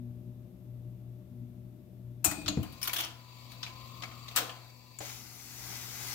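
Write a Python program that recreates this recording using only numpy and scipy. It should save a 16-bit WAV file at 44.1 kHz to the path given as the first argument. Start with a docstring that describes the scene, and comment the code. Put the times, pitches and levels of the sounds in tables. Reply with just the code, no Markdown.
"""Inside an old record changer, heard from close by in a quiet room.
Mains hum and a low rumble lie under everything. A latch trips, levers and cams clack and ring, and
the cabinet thumps. A small motor's gears whirr and whine as the arm puts a record back.
Then the record magazine spins up, and the records rattle in their slots over a wide rush."""
import sys
import numpy as np
from scipy import signal
from scipy.fft import rfft, irfft, next_fast_len
from scipy.io import wavfile
from scipy.ndimage import uniform_filter1d

SR = 44100
rng = np.random.default_rng(int(sys.argv[2]) if len(sys.argv) > 2 else 0)


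def materialize(psi):
    """Save the field psi as 16-bit PCM at rate SR to the path in sys.argv[1].

    A 1-D psi becomes a single channel; in a 2-D psi each row is a channel.
    """
    bounded = np.clip(np.atleast_2d(psi).T, -1, 1)
    quanta = np.round(bounded * 32767).astype(np.int16)
    wavfile.write(sys.argv[1], SR, quanta)


N = 270839

# Blows of levers and cams; pan is left minus right, and a decay is the time to fade by 60 dB:
# start_s, level_db, pan_db, ring_hz, decay_s, treble_db, body_db
LEVER_BLOWS = [(2.228, -63, 3, 2500, 0.11, -30, 9), (2.2431, -9.5, 0.5, 6800, 0.11, 12, -7),
               (2.251, -25.5, 3, 6750, 0.28, -9, -41), (2.2606, -16.5, -30, 7540, 0.12, 22, -21),
               (2.3132, -22.5, 2, 1870, 0.057, 5, -6), (2.46, -27, 4, 4140, 0.065, -35, -29),
               (2.4797, -15.5, 1, 4080, 0.068, -16, -23), (2.571, -37.5, 3, 1960, 0.037, -39, 4),
               (2.6285, -34.5, 4.5, 2950, 0.065, 6, 5), (2.723, -41, 4, 11700, 0.073, 1, -2),
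               (2.815, -30, 2, 5100, 0.072, -1, -12), (2.828, -23.5, 0.5, 10500, 0.19, 8, -41),
               (2.8494, -29, 3, 3670, 0.11, -4, -40), (2.8736, -17.5, -1.5, 13500, 0.062, -3, -16.5),
               (2.8938, -25.5, 2, 2300, 0.049, -9, -30), (2.9312, -19, 2, 15000, 0.14, 2, -13),
               (2.962, -20.5, -1.5, 3400, 0.086, 0, -15), (2.9831, -22.5, -1, 3370, 0.16, 0, -8.5),
               (3.003, -23, 0, 3070, 0.081, 5.5, -34), (3.0235, -30.5, 0, 3020, 0.27, -26, -13),
               (3.036, -31.5, 9, 5700, 0.061, -18, -9), (3.0483, -28, 0, 9400, 0.024, -1, -15),
               (3.5173, -38, 5, 3830, 0.12, 0, -5), (3.6299, -24.5, 2, 3920, 0.084, -43, -20),
               (3.664, -36.5, -3, 2550, 0.13, -34, -5), (4.021, -30, 2, 3560, 0.077, -36, 0.5),
               (4.035, -26, 4, 2220, 0.06, -35, -11), (4.1137, -40.5, -3, 2050, 0.067, -18, 0),
               (4.2816, -32.5, 1.5, 3780, 0.06, -7, -11), (4.312, -39, 0, 3200, 0.08, -7, -5),
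               (4.3526, -32, 2, 2500, 0.073, 1, 4), (4.3602, -13, 11, 7640, 0.099, 2, -23),
               (4.3657, -17.5, 7, 13800, 0.09, -19, -12), (4.3732, -12, -6.5, 15270, 0.098, 3, -13),
               (4.379, -26, 11, 2400, 0.063, 4, -1), (4.3848, -23.5, 8, 3750, 0.092, -17, -11),
               (4.399, -30, 0.5, 477, 0.24, -30, -3.5), (4.492, -32.5, 0, 2960, 0.13, -22, -23),
               (4.9875, -32, 8, 7140, 0.04, 5, -33), (5.004, -31.5, -3, 760, 0.05, -15, -12), ]
# Tone colour of struck steel: pitch_hz, level_db
STEEL_COLOUR = [(590, -51), (1000, 5), (1250, 6), (1820, 4.5), (3240, 7), (6640, 2.5), (7490, -6.5),
                (9000, -45), (19800, -120)]
# Tone colour of a blow's bright top: pitch_hz, level_db
TREBLE_COLOUR = [(4710, -33), (8000, -5), (11000, 0), (15400, 5.5), (16200, -26)]
# Resonances of the dull knock under a blow: pitch_hz, width_hz, level_db
BODY_RESONANCES = [(330, 41, -7.5), (494, 100, -20.5), (704, 114, -3), (877, 77, -10), (1224, 360, -12)]
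# The tones that each of three parts rings with: pitch_hz, level_db, decay_s
LATCH = [(610, -24, .2), (705, 0, .2), (833, -12, .7), (1280, -17, .09), (2495, -17, 1.3), (5552, -10, .14),
         (6546, -22, .22), (6912, -8, .07), (7100, -1, .05), (7722, -1, .07), (8365, -13, .33),
         (8760, -11, .16), (8912, -21, .3), (9076, -13, .16), (12358, -8, .1), (12721, -7, .1)]
GRIPPER = [(2237, -19, 0.2), (2394, -12, 0.055), (2930, -16, .05), (3330, -19.5, 0.061), (3530, -25, 0.034),
           (4920, -10.5, 0.041), (5300, 1.5, 0.015), (5640, -7.5, 0.035), (9570, -9, 0.034),
           (10300, -3.5, 0.03), (9150, -15, 0.071), (11950, -18, 0.07), (13600, -13, .06)]
HOUSING = [(460, -5.5, 0.069), (583, -4, 0.087), (725, 0.5, .045), (800, -0.5, 0.041)]
# Knocks on those parts; tones far from the favoured pitch ring less:
# start_s, part, level_db, favoured_hz, loss_db_per_octave
PART_STRIKES = [(2.247, LATCH, -18.5, 7300, 5), (2.329, LATCH, -39, 2495, 50),
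                (2.482, LATCH, -18, 6740, 131), (2.485, LATCH, -12.5, 592, 138),
                (2.829, GRIPPER, -26.5, 5240, 1.5), (2.851, GRIPPER, -35, 3620, 60),
                (2.875, GRIPPER, -31, 11000, 15), (2.933, GRIPPER, -11, 3260, 59),
                (2.896, GRIPPER, -27, 2217, 50), (2.963, GRIPPER, -24, 3330, 30),
                (2.985, GRIPPER, -27, 8950, 23), (3.003, GRIPPER, -20, 3300, 42),
                (3.04, GRIPPER, -26.5, 5870, 62), (3.629, GRIPPER, -16, 4680, 96),
                (3.665, GRIPPER, -24, 2460, 70), (4.037, GRIPPER, -27, 2200, 60),
                (4.361, LATCH, -15.5, 1280, 64), (4.375, GRIPPER, -24, 2190, 60),
                (4.987, LATCH, -35.5, 7130, 61), (5.0055, HOUSING, -38.5, 740, 1),
                (5.028, HOUSING, -37.5, 590, 33)]
# Knocks on the cabinet: start_s, level_db, pan_db, brightness_db_per_octave, pitch_drop_share
CABINET_KNOCKS = [(2.255, -43, 3, 10.5, 0.3), (2.276, -28.5, 2, -2, 0.17), (2.313, -45.5, 0, 11, 0.091),
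                  (2.379, -49, 3.5, 12, 0.076), (2.464, -37.5, -6, 3, 0.072), (2.485, -35, 1.5, 7, 0.054),
                  (2.523, -39, -1, 5.5, 0.13), (2.5716, -14.5, 1, -7, 1.68), (2.593, -22.5, -1, -11, 1.44),
                  (2.612, -36.5, 0, 4, 0.22), (5.003, -45, 3, 1.5, 0.11)]
# The cabinet's low tones: pitch_hz, level_db, decay_s
CABINET_TONES = [(76.4, -0.5, 0.096), (103, 10.5, 0.056), (192, 0.5, 0.092), (297.7, 3, 0.11),
                 (417, -23, 0.031), (642, -10, 0.1)]
# The arm motor's run; rasp is counted from the whine: time_s, whirr_db, whine_hz, whine_db, rasp_db
ARM_RUN = [(2.3, -50.5, 1016, -80, -3), (2.55, -58, 1031, -65, -7), (2.82, -55, 1055, -63.5, -6),
           (2.92, -48, 977, -59, -1), (3.15, -59, 994, -64.5, -7), (3.5, -54.5, 1000, -66.5, -1),
           (3.78, -53.5, 1033, -57, -8.5), (4.0, -53.5, 1067, -58, -2), (4.3, -53, 1070, -65, 4.5),
           (4.5, -53, 1035, -56, -5), (4.66, -56, 1007, -71, -6), (4.92, -58, 1004, -65.5, -11),
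           (5.05, -55, 1034, -92, -5)]
# Tone colour of the gears: pitch_hz, level_db
GEAR_COLOUR = [(240, -69), (400, -14), (521, -5), (871, -6), (1020, -4.5), (1390, -24), (1760, -13),
               (2100, -6.5), (2590, -8), (2980, -8), (4530, -5.5), (5060, -8.5), (7700, -17), (8850, -23),
               (15300, -11.5), (16500, -11.5)]
# Resonances that the gears stir up: pitch_hz, width_hz, level_db
GEAR_RESONANCES = [(2330, 260, -2), (2630, 170, 1), (3890, 130, -3), (4125, 120, -4), (4380, 210, 3),
                   (4690, 170, 4), (7400, 960, -2)]
# Tones beside the whine: multiple_of_shaft_speed, level_db
SHAFT_TONES = [(22, -10), (23, -9), (25, -6), (26, -6), (27, -10), (28, -8)]
# The magazine's spin; tilt lifts the treble and lowers the rest: time_s, level_db, tilt_db
MAGAZINE_SPIN = [(5.004, -45, -1), (5.09, -44, 1), (5.226, -50.5, 1), (5.454, -50, 2.5),
                 (5.732, -42.5, 1.5), (5.906, -44.5, 2), (6.14, -39, 1)]
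# Tone colour of its rush: pitch_hz, level_db
RUSH_COLOUR = [(180, -27), (300, -1), (597, -8.5), (730, -2.5), (780, 0.5), (1070, -4), (1210, -3),
               (2740, -4), (5740, -6), (8870, -17), (11800, -7), (15200, -8), (16500, -8.5)]
# Resonances in the rush: pitch_hz, width_hz, level_db
RUSH_RESONANCES = [(717.7, 14, -15), (1200, 7.4, -20), (5740, 730, -20.5), (6800, 1200, -14.5)]
# A band near 3 kHz thins out late in the arm's whirr and again midway through the magazine's rush:
# time_s, share_removed
MIDDLE_DIP = [(4.5, 0), (4.72, 0.8), (4.97, 0.4), (5.03, 0.03), (5.15, 0), (5.3, 0.5), (5.5, 0.4),
              (5.7, 0.17)]
# Loudness of the background: time_s, hum_db, rumble_db
BASS_LEVELS = [(0, -46.5, -54.5), (2.2, -47.5, -56), (2.45, -65, -46), (2.58, -54, -44.5),
               (2.7, -54, -54.5), (3.3, -53, -63.5), (3.6, -51, -59), (4.1, -50, -57), (4.45, -51, -62),
               (4.75, -55.5, -64.5), (4.95, -57.5, -64.5), (5.04, -51.5, -59.5), (5.42, -57.5, -61),
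               (5.65, -51.5, -58), (6.14, -50.5, -57.5)]
# Swells of the 2nd and 4th mains multiples in one turn of the turntable: time_s, second_db, fourth_db
TURN_SWELLS = [(0, 1, 15), (.09, 6.5, 9), (.22, -2, 8), (.32, 3.5, 6.5), (.54, -8.5, -5.5), (.74, 4, 0),
               (.95, 2.5, -4.5), (1.12, 3.5, 0), (1.25, -5.5, -30)]
# Weaker tones that make the hum buzz: multiple_of_mains, level_db
BUZZ_TONES = [(1, -21.5), (5, -29), (6, -22.5), (10, -27)]
# Tone colour of the room's rumble: pitch_hz, level_db
RUMBLE_COLOUR = [(15, -48), (40, -11), (85, -4.5), (150, -8.5), (215, -8.5), (300, -11.5), (367, -15),
                 (440, -23), (620, -21.5), (1500, -53.5), (2000, -91)]
# Tone colour of the steady hiss: pitch_hz, level_db
HISS_COLOUR = [(530, -33), (900, -5.5), (1130, -2.5), (1220, -4), (1560, -7.5), (2660, -7), (3350, -9.5),
               (3600, -7.5), (4270, -11.5), (8350, -14.5), (11200, -11.5), (12200, -3.5), (15500, -13),
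               (16500, -42)]
# Dulling of the right side, which faces away: pitch_hz, gain_db
RIGHT_SHADOW = [(20, -1.5), (700, -5), (2400, -0.5), (8000, -8), (16000, -12)]


def lever_clacks():
    """Each blow of a lever or cam is a crack and a burst of steel chatter over a duller body knock."""
    out, t = np.zeros((2, N)), np.arange(SR // 3) / SR
    crack = amp(-2.5 - 60 * t / 0.0068)
    treble_fade_db_per_s, body_rings_longer = 150, 3.22
    for start_s, db, pan_db, ring_hz, decay_s, treble_db, body_db in LEVER_BLOWS:
        noise = rng.standard_normal((2, len(t)))
        treble = amp(treble_db - treble_fade_db_per_s * t) * unit_level(colour(noise, TREBLE_COLOUR))
        steel = unit_level(colour(noise, STEEL_COLOUR)) + treble
        steel = metal_colour(steel, step_hz=130, depth_db=4.5)  # small parts: fewer, stronger peaks
        steel += 1.12 * unit_level(resonate(noise, min(ring_hz, 15000), 0.16 * ring_hz))
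        steel *= (amp(-60 * t / decay_s) + crack) * (1 - np.exp(-t / 0.0015))
        rebounds_db = 2 * unit_level(uniform_filter1d(rng.standard_normal(len(t)), size=50))
        steel *= amp(rebounds_db)
        body = unit_level(sum(amp(d) * resonate(noise, f, w) for f, w, d in BODY_RESONANCES))
        body *= amp(body_db - 60 * t / (body_rings_longer * decay_s)) * (1 - np.exp(-t / 0.0049))
        blow = stereo(steel, likeness=0.082, pan_db=pan_db) + stereo(body, likeness=0.91, pan_db=pan_db)
        rough_peak = np.pi * np.sqrt((blow[:, :200] ** 2).mean())  # about three times the opening level
        add(out, start_s, amp(db) * blow / rough_peak)
    return out


def ringing_parts():
    """Struck parts ring with dying tones that waver as the part buzzes."""
    out, t = np.zeros((2, N)), np.arange(SR * 3 // 4) / SR
    for start_s, part, db, favoured_hz, loss_db in PART_STRIKES:
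        waver = wander((2, len(t)), samples=300)
        ring = 0
        for hz, tone_db, decay_s in part:
            struck_db = tone_db - abs(loss_db * np.log2(hz / favoured_hz))
            phase = 0.58 * waver[1] + rng.normal(0, 1.0, (2, 1))  # each side gets its own
            ring += amp(struck_db - 60 * t / decay_s) * np.sin(2 * np.pi * hz * t + phase)
        attack = 1 - np.exp(-t / 0.00027)
        add(out, start_s, amp(db + 1.73 * waver[0]) * ring * attack * amp([[4], [-3]]))
    return out


def cabinet_thumps():
    """Knocks set the cabinet's low tones going; a hard one starts high and drops in pitch."""
    out, t = np.zeros((2, N)), np.arange(SR // 3) / SR
    for start_s, db, pan_db, bright_db, drop in CABINET_KNOCKS:
        bent_time = t + drop * 0.0055 * (1 - np.exp(-t / 0.0054))
        thump = 0
        for hz, tone_db, decay_s in CABINET_TONES:
            lift_db = bright_db * np.clip(np.log2(hz / 95), 0, 1.7)
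            thump += amp(tone_db + lift_db - 60 * t / decay_s) * np.sin(2 * np.pi * hz * bent_time)
        add(out, start_s, amp(db) * thump * (1 - np.exp(-t / 0.011)) * pan(pan_db))
    return out


def arm_motor():
    """Gears whirr through the metal frame, and their meshing teeth whine at a pitch set by the load."""
    whirr_db, hz, whine_db, rasp_db = curves(ARM_RUN)
    gear_teeth = 24
    drive = rattle(knocks_per_s=350, spread_db=-5, smooth_part=4.8)
    whirr = unit_level(colour(drive, GEAR_COLOUR))
    whirr += 0.5 * unit_level(sum(amp(d) * narrow_band(drive, f, w) for f, w, d in GEAR_RESONANCES))
    whirr += amp(whine_db + rasp_db - whirr_db - 2) * narrow_band(drive, hz=1207, width_hz=230)  # rasp
    fuzz = narrow_band(rng.standard_normal((2, N)), hz, width_hz=61)
    mesh_phase = 2 * np.pi * np.cumsum(hz) / SR
    whine = 0.4 * fuzz + 1.1 * np.sin(mesh_phase) + amp(-12) * np.sin(mesh_phase / 2)
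    shaft_phase = mesh_phase / gear_teeth
    for multiple, db in SHAFT_TONES:
        wobble = wander((2, N), samples=2500)
        whine += amp(db + rasp_db + 3 * wobble[0]) * np.sin(multiple * shaft_phase + 0.8 * wobble[1])
    whirr = drifting_colour(metal_colour(whirr), depth_db=1.3)
    whirr = stereo(whirr * amp(whirr_db), likeness=0.097, pan_db=2)
    whine = stereo(whine * amp(whine_db), likeness=0.88, pan_db=10.5)
    return during(ARM_RUN) * (whirr + whine)


def spinning_magazine():
    """As the magazine spins, records rattle in their slots over a wide rush."""
    db, tilt_db = curves(MAGAZINE_SPIN)
    drive = rattle(knocks_per_s=2200, spread_db=5, smooth_part=4.7)
    rush = unit_level(colour(drive, RUSH_COLOUR))
    rush += sum(amp(d) * resonate(drive, f, w) for f, w, d in RUSH_RESONANCES)
    low = signal.lfilter(*signal.butter(1, 4000, fs=SR), rush)
    rush = low * amp(-tilt_db) + (rush - low) * amp(tilt_db)
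    rush = drifting_colour(metal_colour(rush), depth_db=1.2)
    return during(MAGAZINE_SPIN) * stereo(rush * amp(db), likeness=0.34, pan_db=1.5)


def mains_hum():
    """Transformer and motor hum at multiples of the mains pitch, wavering while the turntable runs."""
    hum_db = curves(BASS_LEVELS)[0]
    t = np.arange(N) / SR
    mains_hz, drone_hz, throb_hz, beat_hz = 60.25, 186.2, 2.94, 11.65
    turn_s, stop_s, fade_s, running_boost_db = 1.317, 2.5, 0.2, 11
    running = np.clip((stop_s - t) / fade_s + 1, 0, 1)
    times, *swells = np.transpose(TURN_SWELLS)
    second_db, fourth_db = [running * np.interp(t, times, db, period=turn_s) for db in swells]
    throb = 1 + 0.37 * np.cos(2 * np.pi * throb_hz * (t - 0.08))
    phase = 2 * np.pi * mains_hz * t
    tones = amp(second_db) * np.sin(2 * phase) + amp(fourth_db - 14.5) * throb * np.sin(4 * phase + 1)
    buzz = sum(amp(db) * np.sin(k * phase + 7 * rng.random()) for k, db in BUZZ_TONES)
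    tones += amp(running_boost_db * running / 2) * buzz
    tones *= amp(1.5 * running * wander(N, samples=1200))  # flutter
    drone = np.cos(np.pi * beat_hz * (t - 0.034)) * np.sin(2 * np.pi * drone_hz * t)  # two tones beating
    tones += amp(running_boost_db * running - 18) * (2 - throb) * drone
    thin_whine = amp(-88) * np.sin(2 * np.pi * 3499 * t)
    sides = amp([2.1 - 1.3 * running, -3 + running])
    return (np.sqrt(2) * amp(hum_db) * tones + thin_whine) * sides


def room_rumble():
    """The room's low rumble: deep noise that swells and sinks."""
    rumble = unit_level(colour(rng.standard_normal((2, N)), RUMBLE_COLOUR))
    return stereo(rumble * amp(curves(BASS_LEVELS)[1]), likeness=0.76, pan_db=5.5)


def room_echo(x):
    """Many small echoes from cabinet and room; their treble dies sooner."""
    slots = np.arange(200, SR // 2 - 20, 20)[:, None]
    delays = slots + rng.integers(0, 20, (len(slots), 2))
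    echoes = np.zeros((SR // 2, 2))
    np.put_along_axis(echoes, delays, rng.choice([-1., 1.], delays.shape), 0)
    hz, t, spectrum = signal.stft(echoes.T, SR, nperseg=256)
    decay_s = np.interp(hz, [300, 3000, 14000], [.45, .4, .28])[:, None]
    tail = signal.istft(spectrum * amp(-60 * t / decay_s), SR, nperseg=256)[1]
    return signal.fftconvolve(x, tail / np.linalg.norm(tail[0]), axes=1)[:, :N]


def rattle(knocks_per_s, spread_db, smooth_part):
    """Noise with small random knocks in it, felt on both sides at once."""
    strengths = amp(spread_db * np.minimum(rng.exponential(1, N), 4))
    knocks = strengths * (rng.random(N) < knocks_per_s / SR)
    knocks = signal.oaconvolve(knocks, np.exp(-np.arange(600) / 90))[:N]
    return rng.standard_normal((2, N)) * (smooth_part + unit_level(knocks))


def metal_colour(x, step_hz=45, depth_db=2.9):
    """The metal frame's many small resonances add random peaks and dips above the bass."""
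    hz = np.arange(1500, SR / 2, step_hz)
    peaks_db = depth_db * rng.standard_normal(len(hz))
    return colour(x, np.transpose([np.r_[0, hz], np.r_[0, peaks_db]]))


def drifting_colour(x, depth_db):
    """The tone colour drifts in random patches, and a middle band thins out at set times."""
    spectrum = signal.stft(x, nperseg=512)[2]
    patches = uniform_filter1d(rng.standard_normal(spectrum.shape[1:]), size=6, axis=0)
    patches = unit_level(uniform_filter1d(patches, size=14, axis=1))
    x = signal.istft(spectrum * amp(depth_db * patches), nperseg=512)[1][:, :N]
    return x - np.clip(curves(MIDDLE_DIP)[0], 0, 1) * resonate(x, hz=3180, width_hz=880)


def amp(db):
    """Turns decibels into a gain."""
    return 10 ** (np.asarray(db) / 20)


def unit_level(x):
    """Scales a signal to an average (rms) level of 1."""
    return x / np.sqrt(np.mean(x ** 2) + 1e-20)


def wander(shape, samples):
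    """A smooth random wobble; more samples make it slower."""
    return unit_level(uniform_filter1d(uniform_filter1d(rng.standard_normal(shape), samples), samples))


def curves(rows):
    """Joins each column's values with straight lines over time, holding the end values."""
    times, *columns = np.transpose(rows)
    return [np.interp(np.arange(N) / SR, times, column) for column in columns]


def during(rows):
    """One while the table lasts, with 10 ms fades."""
    t = np.arange(N) / SR
    return np.clip(np.minimum(t - rows[0][0], rows[-1][0] + .02 - t) / .01, 0, 1)


def colour(x, points):
    """Shapes the tone colour with (pitch_hz, level_db) points."""
    point_hz, db = np.transpose(points)
    size = next_fast_len(x.shape[-1] + x.shape[-1] % 2, True)
    hz = np.arange(size // 2 + 1) * SR / size
    gain = amp(np.interp(np.log(hz + 1), np.log(point_hz + 1), db))
    return irfft(rfft(x, size) * gain, size)[..., :x.shape[-1]]


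def resonate(x, hz, width_hz):
    """A resonance: lets through the sound near a steady or moving pitch."""
    turn = np.exp(2j * np.pi * np.cumsum(hz * np.ones(x.shape[-1])) / SR)
    feedback = np.exp(-np.pi * abs(width_hz) / SR)
    return 2 * (turn * signal.lfilter([1 - feedback], [1, -feedback], x / turn)).real


def narrow_band(x, hz, width_hz):
    """The same resonance twice over, brought to level 1."""
    return unit_level(resonate(resonate(x, hz, width_hz), hz, width_hz))


def pan(db):
    """Left and right gains; above 0 dB the left is louder."""
    return amp([[db / 2], [-db / 2]])


def stereo(x, likeness, pan_db):
    """Blends two rows into left and right; a likeness of 1 puts the same signal on both."""
    return np.array([x[0], likeness * x[0] + np.sqrt(1 - likeness ** 2) * x[1]]) * pan(pan_db)


def add(mix, start_s, sound):
    """Mixes a stereo sound in at a time."""
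    part = mix[:, round(start_s * SR):][:, :sound.shape[1]]
    part += sound[:, :part.shape[1]]


def scene():
    """All sources together; only the blows echo."""
    blows = lever_clacks() + ringing_parts() + cabinet_thumps()
    echo = amp(-10.5) * room_echo(blows)
    return blows + echo + mains_hum() + room_rumble() + arm_motor() + spinning_magazine()


def record(dry):
    """Dulls and delays the right side, adds faint hiss and cuts the highest treble."""
    lag_s, hiss_db, cutoff_hz = 0.000096, -73, 15850
    size = 2 * next_fast_len(N // 2 + 1, True)
    delay = np.exp(-2j * np.pi * np.fft.rfftfreq(size, 1 / SR) * lag_s)
    right = irfft(rfft(colour(dry[1], RIGHT_SHADOW), size) * delay, size)[:N]
    hiss = unit_level(colour(rng.standard_normal((2, N)), HISS_COLOUR))
    mix = np.array([dry[0], right]) + amp(hiss_db) * stereo(hiss, likeness=0.033, pan_db=3.5)
    treble_cut = signal.firwin(511, cutoff_hz, window=("kaiser", 8), fs=SR)
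    return signal.oaconvolve(mix, treble_cut[None], "same")


dry = scene()
out = record(dry)
materialize(out)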